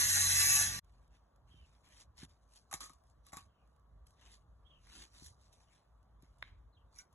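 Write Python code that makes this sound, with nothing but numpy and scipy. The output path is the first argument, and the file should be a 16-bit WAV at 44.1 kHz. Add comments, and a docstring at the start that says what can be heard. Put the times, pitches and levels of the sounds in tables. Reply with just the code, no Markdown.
"""A disc cutter grinds through a concrete kerb in a garden, its steel disc singing and squealing over motor
whine and a nearby machine's hum. It lifts out, and at 0.8 s the sound cuts off. After a short gap the
quiet garden fades in: traffic rumbles, boots scuff sand, sparrows chirp in the hedge, heels thump.
From 2.7 s a tool clatters on the slabs; near the end a mallet is laid down and a trowel scraped up.
Two microphone ports a few centimetres apart hear it all."""
import sys
import numpy as np
from scipy import signal
from scipy.fft import rfft, irfft, next_fast_len
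from scipy.io import wavfile
from scipy.ndimage import uniform_filter1d, map_coordinates

SR = 44100
rng = np.random.default_rng(int(sys.argv[2]) if len(sys.argv) > 2 else 0)


def output_pcm(signal):
    """Save a mono or channel-first signal as 16-bit PCM at the path in sys.argv[1].

    Samples are clipped to [-1, 1] before scaling.
    """
    pcm = np.clip(np.atleast_2d(signal).T, -1, 1) * 32767
    wavfile.write(sys.argv[1], SR, np.round(pcm).astype(np.int16))


N = 314874
T = np.arange(N) / SR


def amp(db):
    return 10 ** (np.asarray(db) / 20)


def unit(x):
    return x / np.sqrt(np.mean(x ** 2) + 1e-20)


def add(out, start, sound):
    """Mixes sound into out at start seconds."""
    part = out[round(start * SR):][:len(sound)]
    part += sound[:len(part)]


def along(points, hz):
    """Reads (Hz, value) points on a log axis."""
    freqs, values = np.transpose(points)
    return np.interp(np.log(hz + 1), np.log(freqs + 1), values)


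def curves(rows):
    """One automation curve for each column after the time."""
    times, *columns = np.transpose(rows)
    return [np.interp(T, times, column) for column in columns]


def wobble(rate, size=N):
    """A smooth random curve, rate knots a second."""
    return map_coordinates(rng.standard_normal(int(size * rate / SR) + 4), [T[:size] * rate])


def filtered(x, response):
    """x through a complex frequency response."""
    size = next_fast_len(N + SR // 2)
    return irfft(rfft(x, size) * response(np.fft.rfftfreq(size, 1 / SR)), size)[..., :N]


def coloured(x, spectrum):
    """x through an EQ curve, at rms 1."""
    return unit(filtered(x, lambda hz: amp(along(spectrum, hz))))


def bell(hz, centre, width, db):
    """What one EQ bell adds to a gain of 1."""
    return (amp(db) - 1) / (1 + ((hz - centre) / width) ** 2)


def drift(shape, bands, frames):
    """A random field, smoothed over pitch and time."""
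    field = uniform_filter1d(rng.standard_normal(shape), bands, axis=0)
    return unit(uniform_filter1d(field, frames, axis=1))


def patchy(depth_db):
    """White noise with patches of random gain in time and pitch."""
    spectra = signal.stft(rng.standard_normal(N), nperseg=512)[2]
    gain = amp(depth_db * drift(spectra.shape, bands=5, frames=8))
    return signal.istft(spectra * gain, nperseg=512)[1][:N]


def ring(modes, crack_db, crack_t60):
    """One blow: modes swell within a millisecond, at fresh strengths, under a short crack."""
    t = np.arange(SR // 5) / SR
    tones = sum((-1) ** k * amp(db + rng.normal(0, .84) - 60 * t / t60) * np.sin(2 * np.pi * hz * t)
                for k, (hz, db, t60) in enumerate(modes))
    crack = amp(crack_db - 60 * t / crack_t60) * rng.standard_normal(len(t))
    return tones * (1 - np.exp(-t / .00041)) + crack


def gritty(sound, t60):
    """Smears a clean blow into a gritty contact with a noise burst; peak 1."""
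    body = signal.fftconvolve(sound, ring([], crack_db=0, crack_t60=t60)[:SR // 30])
    return body / np.abs(body).max()


# Disc against concrete. Each row: frequency in Hz, level in dB.
GRIND_EQ = [(300, -28), (420, -28), (600, -17.5), (938, -9), (1285, -14), (1600, -4), (1800, -2.5),
            (2400, -11), (2800, -6.5), (3000, -8), (3400, -6), (3650, -6.5), (4035, 0), (4783, -4.5),
            (5100, -4), (5586, -0.5), (6481, 1), (6950, -4), (7600, -1), (7950, -7), (8300, -1), (8800, -8),
            (9350, 2.5), (10100, -6), (10800, -3), (11500, -3)]
# The wheel guard's hollow resonances. Each row: centre in Hz, half-width in Hz, boost in dB.
GUARD_BELLS = [(1800, 260, 3), (2650, 160, 4)]

def grind(turns, start_db, change_db):
    """The worn rim repeats its bumps every turn; grit adds hiss that throbs with the spin."""
    rim = rng.standard_normal((12, round(SR / 144)))  # rim shapes, morphed through at 8 a second
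    bumps = map_coordinates(rim, [T * 8 % 11, turns % 1 * rim.shape[1]], order=3, mode="wrap")
    throb = amp(.6 * np.cos(2 * np.pi * turns) + 2.7 * np.cos(8 * np.pi * turns + 1) + 1.5 * wobble(60))
    contact = coloured(.65 * unit(bumps) + unit(throb * patchy(depth_db=1.4)), GRIND_EQ)
    low = filtered(contact, lambda hz: 1 / (1 + (hz / 5600) ** 8))
    hollow = filtered(low, lambda hz: 1 + sum(bell(hz, *row) for row in GUARD_BELLS))
    # The body follows only half of the treble's level change.
    return amp(start_db) * (amp(change_db) * (contact - low) + amp(change_db / 2 - 1) * hollow)


# The disc's song lines, modes and a sideband among them, in two matching lists: frequency in Hz, level in dB.
DISC_HZ = [1830, 1885, 3881, 3973, 4100, 5922, 6037, 6270, 6466, 6508, 6611, 6810, 7370, 7450, 7655, 7800,
           8242, 8479, 9410, 9803, 9921, 10401, 10690, 10772, 10901, 11057, 11225, 11510, 5771, 7537, 11644,
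           11789]
DISC_DB = [-55, -55, -54, -52, -53, -48, -50, -56, -45, -46, -42, -52, -51, -53, -51, -55, -52, -50, -46,
           -54, -54, -53, -52, -53, -54, -55, -49, -51, -56, -55, -57, -58]

def disc_song(angle):
    """The steel disc sings; its spinning pattern passes once a turn and splits each mode."""
    song = sum(amp(db + 3 + 4.5 * wobble(18, SR)) * np.sin(2 * np.pi * hz * T[:SR] + 1.5 * wobble(28, SR))
               for hz, db in zip(DISC_HZ, DISC_DB))
    return (1 + .4 * np.cos(angle)) * song


# Motor tones, in two matching lists: multiple of disc speed, level in dB.
MOTOR_ORDERS = [6, 8, 12, 14, 16, 49]
MOTOR_DB = [-63, -51, -44, -54, -53, -50]
# Load on the motor. Each row: time in seconds, gain in dB.
MOTOR_LOAD = [(0, -.5), (.24, 0), (.29, -4), (.34, 2), (.43, 6), (.6, 1.5), (.66, -9), (.8, -18)]

def motor_whine(angle):
    """Tones locked to the spin swell as the disc bites."""
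    tones = sum(amp(db + 1 + 3.5 * wobble(12, SR)) * np.sin(order * angle + .5 * wobble(18, SR))
                for order, db in zip(MOTOR_ORDERS, MOTOR_DB))
    return amp(curves(MOTOR_LOAD)[0][:SR]) * tones


# The squeal. Each row: time in seconds, pitch in Hz, level in dB, octave's level in dB.
SQUEAL_PATH = [(0, 2600, -58, -46), (.05, 2600, -58, -56), (.27, 2600, -60, -58), (.32, 2604, -45, -49),
               (.42, 2610, -45, -38), (.52, 2616, -42, -41), (.58, 2622, -41, -45), (.63, 2624, -47, -54),
               (.72, 2624, -60, -56), (.8, 2624, -72, -62)]

def squeal():
    """The disc binds in the slot and squeals: a wavering tone and its octave."""
    hz, db, octave_db = curves(SQUEAL_PATH)
    phase = 2 * np.pi * np.cumsum(hz) / SR + .7 * wobble(20)
    return amp(3.5 + 1.5 * wobble(17)) * (amp(db) * np.sin(phase) + amp(octave_db) * np.sin(2 * phase))


# In the slot, then lifting out. 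Each row: time in seconds, level in dB.
CUT_FADER = [(0, -27.5), (.35, -28), (.41, -25.5), (.618, -26), (.708, -39), (.79, -45)]
# Disc speed. Each row: time in seconds, turns a second.
DISC_SPEED = [(0, 143.9), (.25, 143.8), (.42, 144.1), (.6, 144.6), (.8, 144.8)]
# Narrow dips in the cutter's spectrum. Each row: centre in Hz, half-width in Hz, gain in dB.
CUTTER_NOTCHES = [(1310, 35, -10), (2440, 30, -8), (2990, 25, -8), (3240, 20, -6), (4350, 30, -7),
                  (5340, 50, -9), (6970, 25, -7), (7900, 60, -9), (8870, 50, -9), (9560, 25, -7),
                  (10120, 50, -10)]

def cutter():
    """Grind, song, whine and squeal, mixed through a set of narrow notches."""
    level_db, = curves(CUT_FADER)
    change_db = level_db - level_db[0]
    turns = np.cumsum(curves(DISC_SPEED)[0]) / SR
    angle = 2 * np.pi * turns[:SR]  # song and whine last one second
    out = grind(turns, level_db[0], change_db)
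    add(out, 0, amp(change_db[:SR]) * disc_song(angle) + motor_whine(angle))
    out += squeal()
    return filtered(out, lambda hz: np.prod([1 + bell(hz, *row) for row in CUTTER_NOTCHES], axis=0))


# The machine's harmonics. Each row: multiple of the fundamental, level in dB.
HUM_HARMONICS = [(1, -59.5), (2, -47), (3, -63), (4, -59.5), (6, -65.5)]

def hum(pitch_hz=46.75):
    """A steady machine drones close by: low harmonics on a bed of dark noise."""
    tones = sum(amp(db - 1 + 2.5 * wobble(7.6)) * np.sin(2 * np.pi * k * pitch_hz * T + k)
                for k, db in HUM_HARMONICS)
    bed_eq = [(15, -31), (45, 2), (130, 1.5), (250, -14.5), (900, -16.5), (2000, -39.5)]
    return tones + amp(-54.5) * coloured(rng.standard_normal(N), bed_eq)


# The garden's ambience. Each row: frequency in Hz, level in dB.
AIR_EQ = [(28, -23), (51, 2.5), (76, -1.5), (112, -6), (187, -12.5), (354, -20), (671, -15), (1122, -17.5),
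          (1673, -27.5), (2366, -40), (3550, -35.5), (5612, -44), (9088, -46.5)]
# The low rumble wavers unevenly in level. Each row: time in seconds, level in dB.
RUMBLE_LEVEL = [(.84, -64), (1.14, -63), (1.3, -69), (1.58, -64), (1.89, -69), (2.3, -65), (2.6, -73),
                (3.19, -66.5), (3.47, -61), (3.59, -74), (4.0, -61.5), (4.15, -66), (5.0, -63), (5.09, -70),
                (5.22, -59), (5.65, -70.5), (6.12, -68.5), (6.25, -63), (6.8, -62.5), (7.07, -72)]

def traffic_and_air():
    """Far traffic drones round one low note, under a thin hiss with a faint narrow whir."""
    air = coloured(patchy(depth_db=1.3), AIR_EQ)
    bass = filtered(air, lambda hz: 1 / (1 + (hz / 140) ** 4))
    drone = filtered(bass, lambda hz: 1 + 1.2 / (1 + ((hz - 53) / 4.2) ** 2))
    hiss = filtered(air - bass, lambda hz: 1 + bell(hz, centre=1150, width=25, db=5))
    return amp(curves(RUMBLE_LEVEL)[0] + 1.5 * wobble(6)) * unit(drone) + amp(-71) * hiss


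# Sand's crunch. Each row: frequency in Hz, level in dB.
SAND_EQ = [(300, -3), (600, -16), (938, -3.5), (1285, -7), (1775, -3), (2468, -2.5), (3276, -1),
           (4035, 2.2), (4783, 1.1), (5586, 0), (6481, 0.4), (7576, -4.5), (8780, 1), (9982, -3.5),
           (11184, -11.5)]
# Scuffs. Each row: peak time, rise per 20 dB, hold and fall per 20 dB, all in seconds,
# then level in dB, coarse grit's gain in dB.
SCUFF_CUES = [(.845, .01, .2, .1, -85, 7), (1.15, .06, 0, .06, -76, 10), (1.476, .02, .286, .08, -79, 7),
              (1.844, .02, .09, .1, -72, 8), (2.02, .19, 0, .03, -59.5, 0),
              (2.185, .02, .065, .015, -58, 3), (2.29, .05, .03, .1, -76, 2), (2.434, .05, 0, .05, -80, -2),
              (2.564, .08, 0, .075, -61, -4), (2.77, .07, 0, .065, -59.5, -11),
              (2.808, .006, 0, .095, -45.5, -4), (3.106, .3, 0, .065, -80.5, -8),
              (3.266, .03, .03, .04, -67, -2), (3.385, .06, 0, .062, -57.5, 3),
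              (4.07, .012, 0, .105, -68.5, -12), (4.22, .07, .08, .05, -69.5, 8),
              (4.33, .05, 0, .067, -59, 0), (4.7, .15, .05, .1, -88, 12), (4.87, .02, .05, .1, -67, 6),
              (4.96, .13, .07, .075, -56.5, 3), (5.15, .05, .06, .1, -62, -1),
              (5.26, .095, 0, .067, -53, -9), (5.42, .077, 0, .3, -73, 0), (5.53, .017, 0, .11, -67.5, 0),
              (5.63, .3, 0, .1, -73.5, 2), (5.74, .155, 0, .144, -72.5, 6), (6.24, .05, 0, .2, -78, 6),
              (6.39, .02, .02, .05, -79, 0), (6.44, .01, .04, .13, -82, 16),
              (6.96, .045, .02, .02, -65, -6), (6.985, .03, .025, .04, -60, -6),
              (7.14, .066, 0, .05, -80.5, 0)]

def scuffs():
    """Boots and sleeves crunch the sand; between scuffs, cloth and sand shift faintly."""
    fine_gain = coarse_gain = amp(-99 + 5 * wobble(7))
    for peak, rise, hold, fall, db, coarse_db in SCUFF_CUES:
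        ramps = np.maximum((peak - T) / rise, 0) + np.maximum((T - peak - hold) / fall, 0)
        envelope = amp(db - 20 * ramps)
        fine_gain = np.maximum(fine_gain, envelope)
        coarse_gain = np.maximum(coarse_gain, amp(coarse_db) * envelope)
    grains = unit(amp(2.5 * wobble(540) + .9 * wobble(60)) * patchy(depth_db=2.2))
    sand = coloured(grains, SAND_EQ)
    coarse = filtered(sand, lambda hz: 1 / (1 + (hz / 3500) ** 8))
    return fine_gain * (sand - coarse) + coarse_gain * coarse


# Grit underfoot. Each row: start in seconds, level in dB.
GRIT_CUES = [(.846, -64), (1.078, -68), (1.8544, -64), (1.8877, -56), (2.0014, -52.5), (2.171, -53.5),
             (2.1902, -52.5), (2.2957, -59.5), (2.5592, -53), (2.9346, -53), (3.0381, -66), (3.0691, -68),
             (3.0999, -63), (3.2669, -49.5), (3.287, -55), (3.2963, -60), (4.0687, -53.5), (4.1066, -58.5),
             (4.2119, -60), (4.3176, -57.5), (4.8705, -60), (5.1412, -56.5), (5.2621, -44), (5.4142, -63),
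             (5.533, -57), (6.2236, -56), (6.3851, -65), (7.128, -62)]

def grit_cracks():
    """Single grains crack in bright ticks, with ten faint strays at chance moments."""
    out = np.zeros(N)
    strays = [(when * N / SR, -72 + 6 * force) for when, force in rng.random(size=(10, 2))]
    for start, db in GRIT_CUES + strays:
        add(out, start, amp(db) * ring([], crack_db=-2.5, crack_t60=.017))
    return filtered(out, lambda hz: 1j * hz / (2500 + 1j * hz))


# Chirps. Each row: start and length in seconds, top and end pitch in Hz, level in dB.
CHIRP_CUES = [(1.505, 0.17, 3330, 2900, -72.5), (3.477, .19, 3300, 2750, -86),
              (4.648, 0.155, 3400, 3020, -70), (6.725, .042, 4400, 3900, -82),
              (6.765, .028, 3650, 3300, -77), (6.795, .035, 3400, 3000, -84)]

def sparrows(flutter_hz=300, scoop_hz=400, scoop_s=.008):
    """Each chirp scoops up, then falls in pitch; a fast uneven flutter makes it hoarse."""
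    out = np.zeros(N)
    for start, length, top_hz, end_hz, db in CHIRP_CUES:
        size = round(length * SR)
        progress = np.linspace(0, 1, size)
        flutter = 2 * np.pi * flutter_hz * length * progress + 1.8 * wobble(90, size)
        glide = end_hz + (top_hz - end_hz) * (1 - progress) ** 1.4
        scoop = scoop_hz * np.exp(-progress * length / scoop_s)
        phase = 2 * np.pi * np.cumsum(glide - scoop + 85 * wobble(140, size)) / SR
        envelope = np.sin(np.pi * progress ** .7) ** .6 * amp(3 * wobble(110, size))
        rasp = .9 * progress ** .6 * np.sin(phase - flutter)
        add(out, start, amp(db + 2.5) * envelope * (np.sin(phase) + rasp))
    return out


# A slab under a heel. Each row: mode in Hz, level in dB, t60 in seconds.
HEEL_MODES = [(75, -12, .15), (158, -6, .09), (259, -7, .061), (354, -9, .044)]
# Footfalls. Each row: start in seconds, level in dB.
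HEEL_CUES = [(1.539, -55.5), (2.03, -77), (2.228, -40.5), (2.739, -44.5), (2.9, -56), (3.328, -48),
             (3.366, -48), (5.22, -49), (6.228, -52)]

def heels():
    """Heels thump the slabs' low modes."""
    out = np.zeros(N)
    for start, db in HEEL_CUES:
        add(out, start, amp(db) * ring(HEEL_MODES, crack_db=-44, crack_t60=.014))
    return out


# The tool, and the stone under it. Each row: mode in Hz, level in dB, t60 in seconds.
TOOL_MODES = [(1120, 0, .12), (1180, -8, .08), (1245, -2, .09), (3850, -10, .07)]
SLAB_MODES = [(620, -8, .02), (800, -1, .035), (930, -4, .03), (1500, -3, .012), (1950, -3, .012),
              (2250, -4, .015)]
# Resonances of the hard contacts. Each row: centre in Hz, width in Hz, gain in dB.
CLATTER_BANDS = [(1500, 1500, -5), (2300, 500, -5), (3880, 300, 1), (4500, 800, -6), (5800, 500, 1),
                 (7100, 1600, 4), (10300, 1200, -2)]
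# Knocks. Each row: start in seconds, then ring, thud relative to ring, click and rattle in dB.
KNOCK_CUES = [(2.7128, -43, -14, -48, -50), (2.7275, -41, 6, -36, -44), (2.7394, -44, -2, -29, -39),
              (2.8062, -42, -15, -39, -46), (2.813, -49, -15, -52, -55), (2.821, -49, -12, -50, -52),
              (2.833, -50, -12, -52, -53), (2.8396, -49, -8, -41, -50), (2.858, -49, -15, -54, -56),
              (2.896, -49, -8, -53, -63), (3.266, -62, -10, -62, -66), (3.321, -58, 4, -64, -62),
              (3.3306, -47, 6, -49, -55), (3.335, -53, 4, -48, -60), (3.342, -51, 4, -58, -57),
              (3.352, -55, 3, -60, -62), (3.364, -52, -6, -54, -58), (3.370, -43, 0, -39, -52),
              (3.384, -57, 3, -58, -60)]

def tool_knocks():
    """A tool clicks and rattles on the slabs: it rings on while the stone only thuds."""
    out, clicks = np.zeros((2, N))
    for start, ring_db, thud_db, click_db, rattle_db in KNOCK_CUES:
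        thud = gritty(ring(SLAB_MODES, crack_db=-30, crack_t60=.01), t60=.006)
        add(out, start, amp(ring_db) * ring(TOOL_MODES, crack_db=-40, crack_t60=.01) / 2)
        add(out, start, amp(ring_db + thud_db) * thud)
        add(clicks, start, ring([], click_db, crack_t60=.0089) + ring([], rattle_db, crack_t60=.084))
    clatter = lambda hz: .28 + sum(amp(db) * 1j * hz * width / (centre ** 2 - hz ** 2 + 1j * hz * width)
                                   for centre, width, db in CLATTER_BANDS)
    return out + filtered(clicks, clatter)


# The mallet's handle. Each row: mode in Hz, level in dB, t60 in seconds.
HANDLE_MODES = [(260, -35, .05), (580, -19, .015), (1050, -9, .01), (1600, -1, .008), (2100, 2, .008),
                (2500, -5, .006), (3200, -8, .006), (3800, -7, .007), (5200, -13, .005)]
# Its landing. Each row: start in seconds, level in dB.
MALLET_CUES = [(6.4258, -30)]

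def mallet():
    """The mallet is laid on the kerb with one dry knock."""
    out = np.zeros(N)
    for start, db in MALLET_CUES:
        add(out, start, amp(db + 1.5) * ring(HANDLE_MODES, crack_db=-23, crack_t60=.005))
    return out


# The steel blade. Each row: mode in Hz, level in dB, t60 in seconds.
TROWEL_MODES = [(1410, -19, .25), (1513, -13, .12), (1990, -11, .07), (2196, -7, .07), (2342, -4, .08),
                (5690, 3, .055), (6600, 2, .04), (6869, -2, .025), (7700, -9, .015), (10090, -4, .015),
                (11100, -4, .015)]
# Catches. Each row: start in seconds, peak in dB, low modes' gain in dB.
TROWEL_CUES = [(6.9591, -54, -4), (6.968, -57, 2), (6.982, -54, -2), (6.9865, -40.5, -16),
               (6.993, -47.5, 3), (7.0001, -50, 3), (7.0085, -52, 0)]

def trowel():
    """The trowel's blade catches on grit as it is scraped up off the slab."""
    out = np.zeros(N)
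    for start, db, low_db in TROWEL_CUES:
        modes = [(hz, level + low_db * (hz < 3000), t60) for hz, level, t60 in TROWEL_MODES]
        add(out, start, amp(db) * gritty(ring(modes, crack_db=-7, crack_t60=.02), t60=.005))
    return out


def yard(x, wet_db, t60, dull_hz, thin_hz):
    """Walls and hedge answer after a few milliseconds, duller and thinner than the source."""
    t = np.arange(SR // 2) / SR
    tail = rng.standard_normal(len(t)) * amp(-60 * t / t60)
    echo = signal.fftconvolve(np.pad(x, (300, 0)), tail / np.linalg.norm(tail))[:N]
    tone = lambda hz: 1j * hz / (thin_hz + 1j * hz) / (1 + 1j * hz / dull_hz) ** 2
    return x + amp(wet_db) * filtered(echo, tone)


def scattered(x):
    """The same sound by other paths: every band's phase drifts."""
    spectra = signal.stft(x, nperseg=256)[2]
    phase = np.pi * drift(spectra.shape, bands=3, frames=60)
    return signal.istft(spectra * np.exp(1j * phase), nperseg=256)[1][:N]


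# Stereo placement of cutter and garden. Each row: frequency in Hz, left port's lead in radians.
CUTTER_LEAD = [(20, 0), (400, -.2), (860, -1.3), (1160, -1.3), (1300, .3), (1735, 1.8), (1850, .9),
               (2100, .8), (2650, 1.3), (2900, 2.7), (3300, 1.5), (4000, 2.1), (4500, 3.1), (5000, 3.2),
               (5220, 3.8), (6200, 6.2), (7400, 6.6), (8500, 9.2), (9400, 9.6), (10300, 12.4),
               (12000, 12.7)]
GARDEN_LEAD = [(20, 0), (600, -.4), (860, -.9), (1120, .4), (1640, .4), (2150, 1.1), (2670, 2.5),
               (3270, 1.4), (3700, 1.7), (4310, 2.9), (5250, 3.3), (5600, 4.2), (6120, 6.1), (7490, 6.5),
               (8010, 8.4), (8350, 9.3), (9560, 9.6), (10400, 12.5), (12000, 12.6)]
# How alike the ports are at best. Each row: frequency in Hz, likeness from 0 to 1.
PORT_LIKENESS = [(30, 0.92), (125, .91), (350, .8), (800, 0.45), (1700, 0.78), (2600, 0.62), (4500, 0.8),
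                 (12000, 0.94)]

def ports(x, leads):
    """The ports differ by a phase lead, and by scattered sound where it nears a quarter cycle."""
    def mid_side(hz):
        likeness = along(PORT_LIKENESS, hz) - .62 * np.sin(along(leads, hz)) ** 2
        spread = np.arccos(np.clip(likeness, 0, 1)) / 2
        return np.array([np.cos(spread), np.sin(spread)])
    mid, side = filtered(np.array([x, scattered(x)]), mid_side)
    lead = lambda hz: np.exp(.5j * along(leads, hz) * np.array([[1], [-1]]))
    return filtered(np.array([mid + side, mid - side]), lead)


def scene(cut_s=.7923, garden_s=.84):
    """A hard cut ends the cutter and hum; after a gap the quiet garden fades in."""
    cut_off = amp(-29 * np.clip(T - cut_s, 0, .1) / .007)
    fade_in = amp(-15 * np.clip(garden_s - T, 0, .1) / .02) * (T > cut_s)
    hedge = yard(sparrows(), wet_db=-4, t60=.2, dull_hz=4000, thin_hz=100)
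    tools = yard(tool_knocks() + trowel(), wet_db=-12, t60=.25, dull_hz=3000, thin_hz=100)
    tools += yard(mallet(), wet_db=-2.5, t60=.33, dull_hz=7000, thin_hz=6000)
    garden = traffic_and_air() + scuffs() + grit_cracks() + heels() + tools + hedge
    return cut_off * ports(cutter() + hum(), CUTTER_LEAD) + fade_in * ports(garden, GARDEN_LEAD)


def record(dry):
    """A steep high cut: nothing passes above the band limit."""
    top_hz, slope_hz = 11960, 350
    return filtered(dry, lambda hz: np.sin(np.clip((top_hz - hz) / slope_hz, 0, 1) * np.pi / 2) ** 2)


dry = scene()
out = record(dry)
output_pcm(out)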